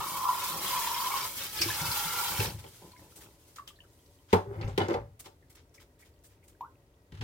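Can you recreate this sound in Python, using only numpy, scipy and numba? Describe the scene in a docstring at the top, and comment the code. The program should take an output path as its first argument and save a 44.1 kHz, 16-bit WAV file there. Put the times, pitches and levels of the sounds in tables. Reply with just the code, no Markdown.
"""A spray tap rinses a plastic tub over a steel sink: jets hiss, drops patter, trapped air resonates.
The tub is moved clear, water slops out, and the jets churn ringing bubbles in a full bowl.
At 2.5 s the tap is shut and a trickle drains away. From 4.3 s the spout is swung aside: knocks excite
the modes of the steel and the joint groans by stick-slip friction. Wet hands are shaken over the basin,
a last drip falls and a hand bumps the microphone. The small kitchen reverberates and hums throughout."""
import sys
import numpy as np
from scipy import signal
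from scipy.fft import rfft, irfft
from scipy.io import wavfile
from scipy.ndimage import uniform_filter1d
from numba import njit

SR = 44100
rng = np.random.default_rng(int(sys.argv[2]) if len(sys.argv) > 2 else 0)


def generate_wav(sig):
    """Save sig (samples, or channels by samples) to the path in sys.argv[1] as 16-bit PCM at SR."""
    pcm = np.round(np.clip(np.atleast_2d(sig).T, -1, 1) * 32767).astype(np.int16)
    wavfile.write(sys.argv[1], SR, pcm)


N = 318843
T = np.arange(N) / SR
CLEAR_S, SHUT_S, DRAINED_S = 1.89, 2.4555, 4.4  # tub clear of the spray, tap shut, bubbling over

# spectrum of drop impacts: (frequency [Hz], gain [dB])
PATTER_SPECTRUM = [(600, -16), (1200, -5), (1800, -4), (3300, -6), (4300, -11.5), (5500, -14), (7000, -12),
                   (12000, -41)]
# spectrum of clattering steel: (frequency [Hz], gain [dB])
CLATTER_SPECTRUM = [(50, -21), (120, -10.5), (190, -4.5), (250, -0.5), (320, -0.5), (570, 1), (660, -9.5),
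                    (770, -0.5), (1050, -9), (1350, -6.5), (3300, -9.5), (5500, -18), (8000, -23.5),
                    (16000, -36)]


def running_water(open_hiss_db=-37.5, open_patter_db=-41.5, drum_db=-58.5):
    """Impact noise: dense random impulses merge into hiss; sparser drops patter and drum on the basin."""
    # the spray as the tub turns under it: (time [s], hiss level [dB], patter level [dB])
    spray = [(0.0, -43, -46.5), (0.136, -39, -49), (0.27, -43.5, -49.5), (0.456, -38, -43),
             (0.584, -41.5, -49.5), (0.664, -37, -40.5), (1.11, -39.5, -43), (1.226, -39.5, -40),
             (1.318, -42.5, -55), (1.408, -41, -42), (1.532, -46.5, -52), (1.562, -40, -44),
             (1.59, -39, -40)]
    # spectra of the jets and of the drumming basin: (frequency [Hz], gain [dB])
    hiss_spectrum = [(1500, -8), (4000, -2.5), (6000, -1.5), (7500, -1), (9500, 1), (11800, -1.5),
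                     (12800, 4), (14500, 2.5), (16000, -1.5)]
    drum_spectrum = [(60, -14), (110, -8.5), (178, 11), (245, -6.5), (305, 9.5), (380, 4), (520, -7.5),
                     (660, -5.5), (1000, -2.5), (2500, -46)]
    # treble loss of a weak flow: (frequency [Hz], gain [dB])
    trickle_loss = [(3000, -0.5), (9000, -3), (15000, -8)]
    times, hiss_db, patter_db = np.transpose([*spray, (CLEAR_S, open_hiss_db, open_patter_db)])
    hiss = unit(colour(impacts(rate=7000, scatter_db=-2), hiss_spectrum)) * undb(1.7 * walk(45))
    drops = unit(colour(impacts(rate=1700, scatter_db=4.5, lag_s=.00008), PATTER_SPECTRUM))
    drops *= undb(1.2 * walk(35))
    when, pitch = rng.random((1500, 2)).T
    fizz = bubbles(when * DRAINED_S, 2100 * 2 ** (1.5 * pitch), cycles=50, scatter_db=3, glide=.2)
    patter = wall_echoes(drops + undb(-6) * fizz)
    drum = unit(basin(colour(impacts(rate=640, scatter_db=3.5), drum_spectrum)))
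    jets = unit(hiss + undb(-1.5) * wall_echoes(hiss)) * undb(np.interp(T, times, hiss_db) - .1)
    landing = unit(basin(patter)) * undb(np.interp(T, times, patter_db) + 1.06)
    water = flow()
    jets = water * jets + (1 - water) * colour(jets, trickle_loss)
    drum_gain = np.hypot(undb(drum_db) * water, slopping()[0])
    # a weak flow lands softly: the patter falls away faster than the hiss
    return jets * water ** .71 + landing * water ** 1.2 + drum * drum_gain


def flow(shut_t60=.25, trickle_db=-25.5, trickle_t60=5.17):
    """Exponential decay in two stages: full flow drops fast at shut-off, leaving an uneven trickle."""
    since = np.maximum(T - SHUT_S, 0)
    trickle = undb(trickle_db + 3.5 * walk(9.2)) * fade(since, trickle_t60)
    return np.maximum(fade(since, shut_t60), trickle)


def slopping():
    """Transient excitation: slopping water drives the basin; gives the envelopes of drumming and boom."""
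    # water leaving the tub: (time [s], duration [s], drumming level [dB], boom level [dB])
    slops = [(0.0, 0.18, -54.5, -91), (0.494, 0.14, -48, -80), (1.586, 0.079, -53.5, -44.5),
             (1.8, 0.09, -54, -45), (2.3, 0.021, -48.5, -44.5), (2.38, 0.1, -46.5, -38.5),
             (2.797, 0.061, -55, -69), (2.985, 0.016, -55, -55), (3.155, 0.13, -61, -66)]
    return sum(undb([[drum_db], [boom_db]]) * swell(s, length, attack_s=.017, t60=.45)
               for s, length, drum_db, boom_db in slops)


def churn(hollow_width_hz=170., bowl_db=-44, bowl_start_s=1.674, bowl_rise_s=.15):
    """Cavity resonance filters the ringing of entrained air, first in the tub, then in the bowl."""
    # bubbling in the tub until it is tipped out: (time [s], level [dB])
    tub_levels = [(0.0, -33.5), (.088, -42), (.19, -37.5), (.28, -28), (.38, -36), (.61, -44.5), (.75, -36),
                  (.88, -38.5), (1.02, -38), (1.11, -32.5), (1.27, -44), (1.31, -54.5), (1.55, -83.5)]
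    # resonance of the air in the turning tub: (time [s], frequency [Hz])
    tub_resonance = [(0, 1140), (.1, 1097), (.22, 1030), (.32, 1002), (.45, 990), (.56, 1124), (.66, 1100),
                     (.75, 1010), (.86, 944), (1.0, 984), (1.12, 1030), (1.3, 984)]
    # resonances of the full bowl: (frequency [Hz], bandwidth [Hz], gain [dB])
    bowl_modes = [(865.4, 19, -3), (956, 92, -0.5), (1144, 37, 0.5), (1368, 45, 4), (1437, 63, -12)]
    when, pitch = rng.random((4200, 2)).T
    swarm = bubbles(when * DRAINED_S, 760 * 2 ** pitch, cycles=35, scatter_db=2, glide=.1, lag_s=.00007)
    centre = np.interp(T, *np.transpose(tub_resonance)) * (1 + .009 * walk(25))
    hollow = swarm
    for _ in range(2):  # two passes steepen the resonance
        hollow = np.array([moving_resonator(x, centre, hollow_width_hz) for x in hollow])
    bowl = unit(sum(undb(db) * resonator(swarm, hz, width) for hz, width, db in bowl_modes))
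    in_tub = unit(hollow) + undb(-8) * unit(band(bowl, 860, "low"))
    in_tub *= undb(np.interp(T, *np.transpose(tub_levels)))
    gulps = undb(2 * walk(30)) * np.clip((T - bowl_start_s) / bowl_rise_s, 0, 1)
    return in_tub + undb(bowl_db) * bowl * gulps * flow() ** 1.6


def dribble():
    """Jet break-up: after shut-off the last water falls as small drops that ring bubbles in the bowl."""
    when, pitch = rng.random((420, 2)).T
    starts = SHUT_S + when ** 1.2 * (DRAINED_S - SHUT_S)
    drops = bubbles(starts, 1400 * 2 ** (2.3 * pitch), cycles=20, scatter_db=2.5, glide=.1)
    return undb(-51) * unit(basin(drops)) * flow()


def bubbles(start, hz, cycles, scatter_db, glide, lag_s=.00009):
    """Superposition of uneven bubbles, each decaying in about `cycles` periods; glide: octaves per t60."""
    size, life, side = np.clip(rng.standard_normal((len(start), 3)).T, -2.5, 2.5)
    t60 = cycles / hz * np.exp(.28 * life)
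    return unit(ring_bubbles(start, hz, t60, undb(scatter_db * size), glide / t60, lag_s * side))


@njit
def ring_bubbles(start, hz, t60, size, rise, lag):
    """Damped oscillation: a bubble's pitch climbs as it nears the surface, where it bursts."""
    out = np.zeros((2, N))
    for k in range(len(start)):
        first, phase, life = int(start[k] * SR), 0., .6 * t60[k]
        for i in range(max(0, min(int(life * SR), N - first))):
            t = i / SR
            omega = 2 * np.pi * min(hz[k] * 2 ** (rise[k] * t), .45 * SR)
            phase += omega / SR
            amplitude = size[k] * np.exp(-6.9 * t / t60[k]) * min(phase / 14, 1.) * (1 - (t / life) ** 6)
            out[0, first + i] += amplitude * np.sin(phase + omega * lag[k] / 2)
            out[1, first + i] += amplitude * np.sin(phase - omega * lag[k] / 2)
    return out


def knocks(build_s=.0051, contact_s=.0012):
    """Impulse response: a crack and clack at contact, then modes and dense clatter build up."""
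    # blows of tub, lever and spout, then two handling knocks on the microphone, in relative levels:
    # (time [s], click level [dB], thud level [dB], ring level [dB], click t60 [s])
    blows = [(2.401, -19, -36, -35, 0.08), (2.458, -28, -40, -44.5, 0.045), (2.6396, -42, -62, -52, 0.086),
             (4.328, -15.5, -17.5, -20.5, 0.11), (4.611, -36, -39, -57, 0.1), (4.644, -50, -38, -70, 0.07),
             (4.6749, -39.5, -47, -48, 0.58), (4.7769, -18.5, -27, -29.5, 0.088),
             (4.8117, -32, -28.5, -42, 0.43), (4.883, -36, -33, -37.5, 0.1), (4.904, -32, -40, -33.5, .14),
             (4.9398, -30, -53, -35, 0.064), (5.257, -62, -55.5, -54.5, 0.095),
             (7.1204, -41.5, -43, -59.5, 1), (7.21, -26.5, -36, -46, 0.44)]
    out, t, onset_samples = np.zeros((2, N)), T[:SR // 2], SR // 25
    for s, click_db, thud_db, ring_db, t60 in blows:
        clatter = unit(colour(noise(width=.73, size=len(t)), CLATTER_SPECTRUM))
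        body = (steel_ring(t) + undb(-1) * clatter * fade(t, .16)) * attack(t, build_s)
        rattle = undb(3.5 * walk(220)[:len(t)])  # loose parts chatter after the blow
        crack = clatter * (fade(t, .005) + undb(-11.5) * rattle * fade(t, t60))
        strike = (crack + undb(-12) * clack(t, min(t60, .05))) * attack(t, contact_s)
        parts = [(band(body, 316, "low"), thud_db - 8),
                 (band(body, [260, 1300], "band"), ring_db),
                 (band(strike + undb(-28) * body, 1000, "high"), click_db - 19.5)]
        add(out, s, sum(x * undb(db) / np.std(x[:, :onset_samples].mean(0)) for x, db in parts))
    return out


def steel_ring(t):
    """Modal superposition: each blow weights the modes anew; they reach the two sides out of phase."""
    # modes of the tap on its steel deck: (frequency [Hz], level [dB], t60 [s])
    modes = [(97.7, -4.5, 0.26), (173.2, 1.5, 0.081), (234.3, -11, 0.17), (327.5, -1, 0.055),
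             (391, -5.5, 0.15), (426, -8, 0.075), (471, -2, 0.092), (569.4, -11, 0.27), (769, -13.5, .22),
             (781, -6.5, 0.059), (879, -6.5, 0.2), (1030, -6, 0.097), (1172, -14, 0.18), (1841, -17.5, .2),
             (2278, -17, .18)]
    out = 0
    for (hz, db, t60), (size, phase, side, detune) in zip(modes, rng.standard_normal((len(modes), 4))):
        angle = np.pi * phase + .06 * np.sign(side) * min(hz / 330, 1.3) * np.array([[1], [-1]])
        pitch = hz * (1 + .007 * detune)  # the hand's grip shifts the modes
        out = out + undb(db + size) * fade(t, t60) * np.sin(2 * np.pi * pitch * t + angle)
    return out


def clack(t, t60, count=36):
    """Point excitation: each contact wakes its own set of short, high, inharmonic partials."""
    pitch, size, left, right = rng.random((count, 4)).T[:, :, None, None]
    hz = 1900 * 3.2 ** pitch
    angle = 2 * np.pi * np.concatenate([left, right], axis=1)
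    return unit(np.sum(size / hz * np.sin(2 * np.pi * hz * t + angle), axis=0)) * fade(t, t60)


def thumps(rise_s=.0042):
    """Damped resonance: a soft, heavy blow swells into a single decaying mode."""
    # water, tub or hand bearing on basin and tap: (time [s], peak level [dB], frequency [Hz], t60 [s])
    blows = [(1.603, -35.5, 339, .1), (1.657, -31.5, 336, .08), (1.81, -37, 158, .28),
             (2.053, -42, 164, .32), (2.389, -22.5, 110, .12), (4.329, -14.5, 187, 0.046),
             (4.3314, -13.5, 422, .045), (4.336, -18, 918, .045), (4.643, -28.5, 50.4, 0.25),
             (4.7775, -19, 354, 0.027)]
    out, t = np.zeros((2, N)), T[:SR // 2]
    for s, db, hz, t60 in blows:
        shape = (1 - np.exp(-(t / rise_s) ** 2)) * fade(t, t60)
        add(out, s, undb(db) * (shape / shape.max() * np.sin(2 * np.pi * hz * t))[None])
    return out


def ticks():
    """Brief contacts have broad spectra: bright ticks, and the free ringing of the spout's collar."""
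    # the joint, and drops on bare steel: (time [s], relative level [dB], frequency [Hz], t60 [s])
    contacts = [(2.642, -37.5, 1960, 0.025), (3.56, -35, 5350, .025), (3.676, -31, 4700, 0.019),
                (4.061, -48, 5000, 0.037), (4.329, -32, 11000, .14), (4.33, -15.5, 2296, .025),
                (4.777, -13, 3200, 0.015), (4.884, -28, 5900, 0.02), (4.8985, -32, 6000, 0.0086),
                (4.9315, -30, 5200, 0.013), (4.944, -37, 4800, 0.014)]
    # blows on the collar: (time [s], level [dB])
    jangles = [(4.803, -39), (4.815, -39.5)]
    # its modes: (frequency [Hz], gain [dB], t60 [s])
    collar_modes = [(2110, -4, .09), (2998, 1, 0.079), (3300, -13, 0.068), (3480, 1.5, .06),
                    (3800, -15, .06), (3900, -3, .05)]
    out, t = np.zeros((2, N)), T[:SR // 4]
    for s, db, hz, t60 in contacts:
        burst = noise(width=1, size=len(t))
        tick = unit(band(burst, [hz / 1.3, hz * 1.3], "band")) + undb(-9) * unit(band(burst, hz, "high"))
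        add(out, s, undb(db - 15) * tick * fade(t, t60))
    for s, db in jangles:
        for (hz, mode_db, t60), phase in zip(collar_modes, rng.random((len(collar_modes), 2, 1))):
            add(out, s, undb(db + mode_db) * fade(t, t60) * np.sin(2 * np.pi * (hz * t + phase)))
    return out


def swivel(attack_s=.018):
    """Stick-slip friction: the spout groans unsteadily in its joint, scrapes and rattles its collar."""
    # turns of the spout: (time [s], duration [s], groan frequency [Hz], groan level [dB],
    # scrape level [dB], rattle level [dB])
    strokes = [(4.446, 0.03, 402, -46, -53.5, -79), (4.489, 0.027, 397.5, -40, -51, -76),
               (4.52, 0.056, 400, -56, -52.5, -62), (4.578, 0.011, 343, -36.5, -52, -72),
               (4.601, 0.024, 352, -58, -42.5, -54), (4.667, 0.02, 398, -53, -49, -61),
               (4.791, 0.028, 355, -37, -29.5, -41.5), (4.878, 0.035, 349, -33.5, -39, -48.5),
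               (4.933, 0.017, 473, -29.5, -37.5, -72)]
    # spectrum of the loose collar: (frequency [Hz], gain [dB])
    collar_spectrum = [(900, -23), (1350, 19), (2160, 12.5), (2550, 2), (3000, 3), (3200, -12), (3420, 0),
                       (3800, -3), (6000, -7), (16000, -54)]
    # its resonances: (frequency [Hz], bandwidth [Hz])
    collar_modes = [(2160, 120), (2500, 190), (3000, 150), (3420, 200), (4690, 340)]
    scrape = unit(band(colour(impacts(rate=900, scatter_db=2), CLATTER_SPECTRUM), [270, 1400], "band"))
    chatter = unit(colour(impacts(rate=420, scatter_db=3.5), collar_spectrum))
    ring = sum(resonator(chatter, hz, width) for hz, width in collar_modes)
    rattle = unit(.7 * chatter + unit(ring))
    wavering_time = np.cumsum(1 + .016 * walk(90)) / SR
    flutter = undb(2 * walk(110))
    out = 0
    for s, length, hz, groan_db, scrape_db, rattle_db in strokes:
        groan = undb(groan_db) * flutter * np.sqrt(2) * np.sin(2 * np.pi * hz * wavering_time)
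        rubbing = undb(scrape_db) * scrape + undb(rattle_db) * rattle
        out = out + groan * swell(s, length, attack_s, t60=.12)
        out = out + rubbing * swell(s, length, attack_s, t60=.23)
    return out


def splashes():
    """Impact noise of flung water: a clumped shower swells and thins out, and some drops ring bubbles."""
    # from tub, spout and hands: (time [s], rise time [s], relative spatter [dB], relative splat [dB])
    showers = [(1.608, 0.012, -21.5, -44), (2.584, 0.01, -48.5, -60), (2.8114, 0.011, -70, -85),
               (3.151, .018, -42.5, -76), (3.204, .018, -46.5, -64), (3.5565, 0.011, -45.5, -63.5),
               (3.583, .009, -70, -78), (3.671, 0.012, -46, -63), (4.278, 0.049, -57, -64),
               (5.191, 0.01, -39, -67.5), (5.238, 0.017, -53, -66), (5.251, 0.01, -59, -64),
               (5.494, 0.015, -52, -76.5), (5.548, 0.0078, -49.5, -72), (5.565, 0.018, -71, -70),
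               (5.738, 0.013, -51.5, -74), (5.792, 0.017, -53.5, -68.5), (5.985, .022, -55, -75),
               (6.047, 0.016, -60, -75), (6.234, 0.015, -48.5, -80), (6.285, 0.032, -64, -79.5),
               (6.435, 0.011, -55.5, -84), (6.476, 0.013, -51, -78)]
    # spectrum of fine drops on steel: (frequency [Hz], gain [dB])
    spatter_spectrum = [(1500, -4.5), (4000, -1.5), (6000, 2), (8500, 6.5), (11500, 2), (13500, 5),
                        (16000, 2.5)]
    spatter, splat, wetted = np.zeros((3, 1, N))
    t = T[None, :SR // 2]
    for s, peak_s, spatter_db, splat_db in showers:
        shower = (t / peak_s * np.exp(1 - t / peak_s)) ** 1.5
        add(spatter, s, undb(spatter_db) * shower)
        add(splat, s, undb(splat_db) * shower)
        add(wetted, s, undb(splat_db) * fade(t, .15) * attack(t, peak_s))
    fine = unit(wall_echoes(colour(impacts(rate=4200, scatter_db=3), spatter_spectrum)))
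    fine *= undb(1.5 * walk(180))  # clumping
    coarse = unit(basin(colour(impacts(rate=2600, scatter_db=2.5), PATTER_SPECTRUM)))
    when, pitch = rng.random((1100, 2)).T
    plinks = bubbles(when * T[-1], 1400 * 2 ** (1.8 * pitch), cycles=60, scatter_db=3, glide=.15)
    return undb(-11) * fine * spatter + undb(6) * coarse * splat + undb(-10) * plinks * wetted


def pats(rise_s=.00553, t60=.076):
    """Inelastic impact: a fat drop flattens on wet steel with a short burst of narrow-band noise."""
    # fat drops and wet fingers: (time [s], level [dB], frequency [Hz])
    landings = [(1.613, -17.5, 5100), (1.614, -25.5, 2500), (1.913, -28, 4550), (3.681, -46, 3160),
                (3.757, -58, 3930), (3.837, -57.5, 1470), (3.586, -49, 1770), (4.612, -49, 4150),
                (4.626, -41.5, 2450), (4.643, -55, 5700), (4.676, -52, 5700), (4.68, -54, 7500),
                (5.423, -60.5, 1830), (5.497, -62, 2130), (5.742, -54, 5740), (5.776, -51.5, 2100),
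                (6.021, -52, 2080), (6.426, -59.5, 2230), (6.61, -59, 13000)]
    out, t = np.zeros((2, N)), T[:SR // 4]
    for s, db, hz in landings:
        hiss = band(noise(width=.7, size=len(t)), [hz / 1.14, hz * 1.14], "band")
        add(out, s, undb(db) * unit(hiss) * attack(t, rise_s) * fade(t, t60))
    return out


def drips(echo_s=.013, echo_db=-11, tick_db=-25):
    """Bubble resonance: a lone drop ticks and traps air, whose plink reflects off the sink wall."""
    # trapped bubbles: (time [s], level [dB], frequency [Hz], t60 [s], pitch rise [octaves/s])
    trapped = [(1.686, -29.5, 1015, 0.068, 1.2), (1.701, -29, 1685, 0.083, 2.2),
               (2.665, -38, 3190, 0.014, 2), (2.83, -54, 3090, .03, 2), (2.919, -44, 4210, 0.018, 5),
               (2.934, -50.5, 980, 0.1, 1.2), (2.964, -54, 2200, 0.056, 1), (2.993, -53, 1750, .045, 1),
               (3.1224, -55, 1330, .035, 2), (3.21, -54, 1860, 0.022, 2), (3.584, -25.5, 1220, 0.014, 0.43),
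               (3.5941, -37.5, 1119, .085, 1.57), (3.677, -36, 3120, 0.022, 4), (3.704, -53, 1175, 0.05, 1),
               (3.788, -53, 1760, 0.03, 5.7), (3.804, -43, 2920, 0.025, 3),
               (3.9913, -65.5, 3210, .07, 0.89), (4.1883, -60.5, 3120, .03, 2),
               (6.6081, -31, 886, 0.12, 12.8)]
    s, db, hz, t60, rise = np.array(trapped, float).T.copy()
    plinks = ring_bubbles(s, hz, t60, undb(db), rise, .0001 * rng.standard_normal(len(s)))
    rocked = T + .00007 * walk(170)  # the rocking surface shakes the bubble's pitch and strength
    plinks = np.array([np.interp(rocked, T, x) for x in plinks]) * undb(2.4 * walk(260))
    out, t = room(plinks, t60=.1, wet_db=-8), T[:SR // 10]
    add(out, echo_s, undb(echo_db) * plinks)
    for start, gain in zip(s, undb(db + tick_db)):
        tick = unit(colour(noise(width=1, size=len(t)), PATTER_SPECTRUM))
        add(out, start, gain * tick * attack(t, .001) * fade(t, .035))
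    return out


def foam():
    """Small bubbles resonate high: tiny ones ring faintly and burst at random times."""
    when, pitch = rng.random((260, 2)).T
    hz = 1400 * 2 ** (2.5 * pitch)
    return undb(-87.5) * bubbles(when * T[-1], hz, cycles=20, scatter_db=3.5, glide=.15)


def boom(running_db=-62):
    """Structure-borne sound: water and pushes make the sink boom; handling noise rumbles at the end."""
    # pushes on tap or sink, then two handling bumps on the microphone: (time [s], level [dB])
    bumps = [(2.546, -48), (4.47, -44), (4.558, -39.5), (4.637, -37), (4.945, -41.5), (7.123, -43),
             (7.205, -42)]
    # spectrum of the rumble: (frequency [Hz], gain [dB])
    rumble_spectrum = [(20, -47.5), (38, -25.5), (54, 1), (75, -3.5), (108, 9), (150, -5), (230, -18.5),
                       (600, -54)]
    bumped = sum(undb(db) * swell(s, length_s=.016, attack_s=.0015, t60=.66) for s, db in bumps)
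    rumble = unit(colour(noise(width=.027), rumble_spectrum))
    return rumble * (undb(running_db) * flow() + slopping()[1] + bumped)


def basin(x):
    """Cavity resonance: the hollow of the sink adds its air modes to whatever sounds inside."""
    # air modes: (frequency [Hz], bandwidth [Hz], gain over the direct sound [dB])
    air_modes = [(543, 60, 10), (860, 18, 10.5), (1013, 19, 1.5), (1300, 11, 6), (2270, 22, -9),
                 (2210, 48, -5.5), (3225, 90, 2.5), (3640, 110, 1.5), (4030, 48, 6.5), (4500, 140, -2),
                 (5000, 510, -2.5), (5390, 1400, -1), (5490, 49, 7.5)]
    t = T[:SR // 4]
    response = sum(undb(db) * 2 * np.pi * width / SR * np.exp(-np.pi * width * t)
                   * np.cos(2 * np.pi * hz * t) for hz, width, db in air_modes)
    return x + convolve(x, response)


def wall_echoes(x, count=7):
    """Comb filtering: short echoes off tub and basin shift as the water lands elsewhere."""
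    out, index = x, np.arange(N)
    for delay_s in np.linspace(.0012, .0085, count):
        delayed = index - SR * (delay_s + .00013 * walk(3))
        out = out + .55 * walk(7) * np.array([np.interp(delayed, index, side) for side in x])
    # levelled, so that the colour changes more than the loudness
    return out / np.sqrt(uniform_filter1d(out.mean(0) ** 2, SR // 12) + 1e-12)


def at_tap(x, lead_s=.0003, left_minus_right_db=-.1):
    """Arrival-time difference: sound from the tap reaches the left side first."""
    late = np.pad(x[1], (round(lead_s * SR), 0))[:N]
    return np.array([x[0], late]) * undb(np.array([[1], [-1]]) * left_minus_right_db / 2)


def room(x, t60=.23, wet_db=-9):
    """Reverberation: hard kitchen walls return a short diffuse tail, its bass alike on both sides."""
    t = T[:SR // 2]
    echoes = rng.standard_normal((2, len(t))) * attack(t, .0017)
    tail = band(echoes[:1], 1200, "low") + band(echoes, [1100, 5000], "band") + band(echoes, 4800, "high")
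    tail *= fade(t, t60)
    return x + undb(wet_db) * convolve(x, tail / np.sqrt(np.sum(tail[0] ** 2)))


def kitchen(air_db=-61.5, hum_width_hz=25):
    """Ambient noise: a low rumble, a faint wide hiss and the narrow-band hum of an appliance."""
    # spectrum of the background: (frequency [Hz], gain [dB])
    air_spectrum = [(15, -42), (25, -43), (43, -7.5), (92, -2.5), (190, -16), (212, -23.5), (277, -13),
                    (405, -14), (560, -12), (624, -24.5), (695, -14), (1520, -52), (2280, -49.5),
                    (3340, -44.5), (16000, -43.5)]
    # tones of the appliance: (frequency [Hz], relative level [dB])
    hum_tones = [(247.6, -85.5), (387.6, -83), (559.9, -67.5), (759.0, -75.5), (899.0, -76.5), (1895, -84),
                 (2250, -99), (2455, -104.5)]
    air = band(noise(width=.08), 530, "low") + band(noise(width=1), 1100, "high")
    hum = sum(undb(db) * unit(resonator(air, hz, hum_width_hz)) for hz, db in hum_tones)
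    return undb(air_db) * unit(colour(air, air_spectrum)) * undb(.67 * walk(13)) + undb(-6) * hum


def impacts(rate, scatter_db, lag_s=.00013):
    """Shot noise: `rate` uneven clicks a second, each with its own lag between the two sides."""
    chance, size, side = rng.random(N), rng.standard_normal(N), rng.standard_normal(N)
    left = np.flatnonzero(chance < rate / SR)
    force = (rng.choice([-1, 1], N) * undb(scatter_db * np.minimum(size, 2.8)))[left]
    right = np.clip(left + np.round(side[left] * lag_s * SR).astype(int), 0, N - 1)
    return np.array([np.bincount(left, force, N), np.bincount(right, force, N)])


def noise(width, size=N):
    """Partly coherent stereo noise; width is the ratio of side to middle."""
    mid, side = rng.standard_normal((2, size))
    return mid + width * np.array([side, -side])


def walk(rate):
    """Random modulation: `rate` values a second, interpolated, with a spread near 1."""
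    return 1.2 * np.interp(T * rate, np.arange(2048), rng.standard_normal(2048))


def attack(t, rise_s):
    """Exponential approach to 1."""
    return 1 - np.exp(-t / rise_s)


def fade(t, t60):
    """Exponential decay by 60 dB in t60 seconds."""
    return np.exp(-np.log(1000) * t / max(t60, 1e-3))


def swell(s, length_s, attack_s, t60):
    """Envelope from time s: linear attack, hold, exponential release."""
    return np.clip((T - s) / attack_s, 0, 1) * fade(np.maximum(T - s - length_s, 0), t60)


def resonator(x, hz, width):
    """Second-order resonance; centre and bandwidth in Hz."""
    return signal.lfilter(*signal.iirpeak(hz, hz / width, fs=SR), x)


@njit
def moving_resonator(x, hz, width):
    """Time-varying resonance: a state-variable band-pass whose centre follows hz."""
    out, band_state, low_state = np.empty(len(x)), 0., 0.
    for i in range(len(x)):
        step, damping = np.tan(np.pi * hz[i] / SR), width / hz[i]
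        velocity = (band_state + step * (x[i] - low_state)) / (1 + step * (step + damping))
        band_state = 2 * velocity - band_state
        low_state += 2 * step * velocity
        out[i] = damping * velocity
    return out


def colour(x, points, size=4096):
    """Minimum-phase filtering through points of (frequency [Hz], gain [dB])."""
    hz, db = np.transpose(points)
    bins_hz = np.maximum(np.fft.rfftfreq(size, 1 / SR), 1)
    cepstrum = irfft(np.log(undb(np.interp(np.log(bins_hz), np.log(hz), db))))
    cepstrum[1:size // 2] *= 2  # folding the cepstrum makes the response causal
    cepstrum[size // 2 + 1:] = 0
    return convolve(x, irfft(np.exp(rfft(cepstrum))))


def band(x, edges_hz, kind):
    """Maximally flat low-, high- or band-pass filtering."""
    return signal.sosfilt(signal.butter(3, edges_hz, kind, fs=SR, output="sos"), x)


def convolve(x, response):
    """Convolution with an impulse response, keeping the length."""
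    return signal.fftconvolve(x, np.atleast_2d(response), axes=1)[:, :x.shape[1]]


def add(out, s, x):
    """Superposition of a short sound at time s."""
    i = max(int(s * SR), 0)
    out[:, i:i + x.shape[1]] += x[:, :max(N - i, 0)]


def unit(x):
    """Normalisation of a stereo pair so that its middle has rms 1."""
    return x / np.sqrt(np.mean(x.mean(0) ** 2) + 1e-30)


def undb(db):
    """Level in decibels to amplitude ratio."""
    return 10 ** (np.asarray(db) / 20)


def scene():
    """Superposition: water and contacts reverberate in the kitchen, over the boom and the background."""
    water = running_water() + churn() + dribble()
    contacts = at_tap(knocks() + thumps() + ticks() + swivel())
    drops = splashes() + pats() + drips() + foam()
    return room(water + contacts + drops) + boom() + kitchen()


def record(dry, top_hz=15950):
    """Frequency response: each microphone has its own colour, and a steep low-pass limits the band."""
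    # channel balance: (frequency [Hz], left minus right [dB])
    balance = [(100, 2), (700, 0.5), (1400, -0.1), (2800, 1.5), (5500, 1), (9500, 0.5), (13500, -2)]
    pair = np.vstack([colour(x[None], [(hz, side * db / 2) for hz, db in balance])
                      for x, side in zip(dry, (1, -1))])
    return signal.sosfilt(signal.ellip(10, .2, 80, top_hz, fs=SR, output="sos"), pair)


dry = scene()
out = record(dry)
generate_wav(out)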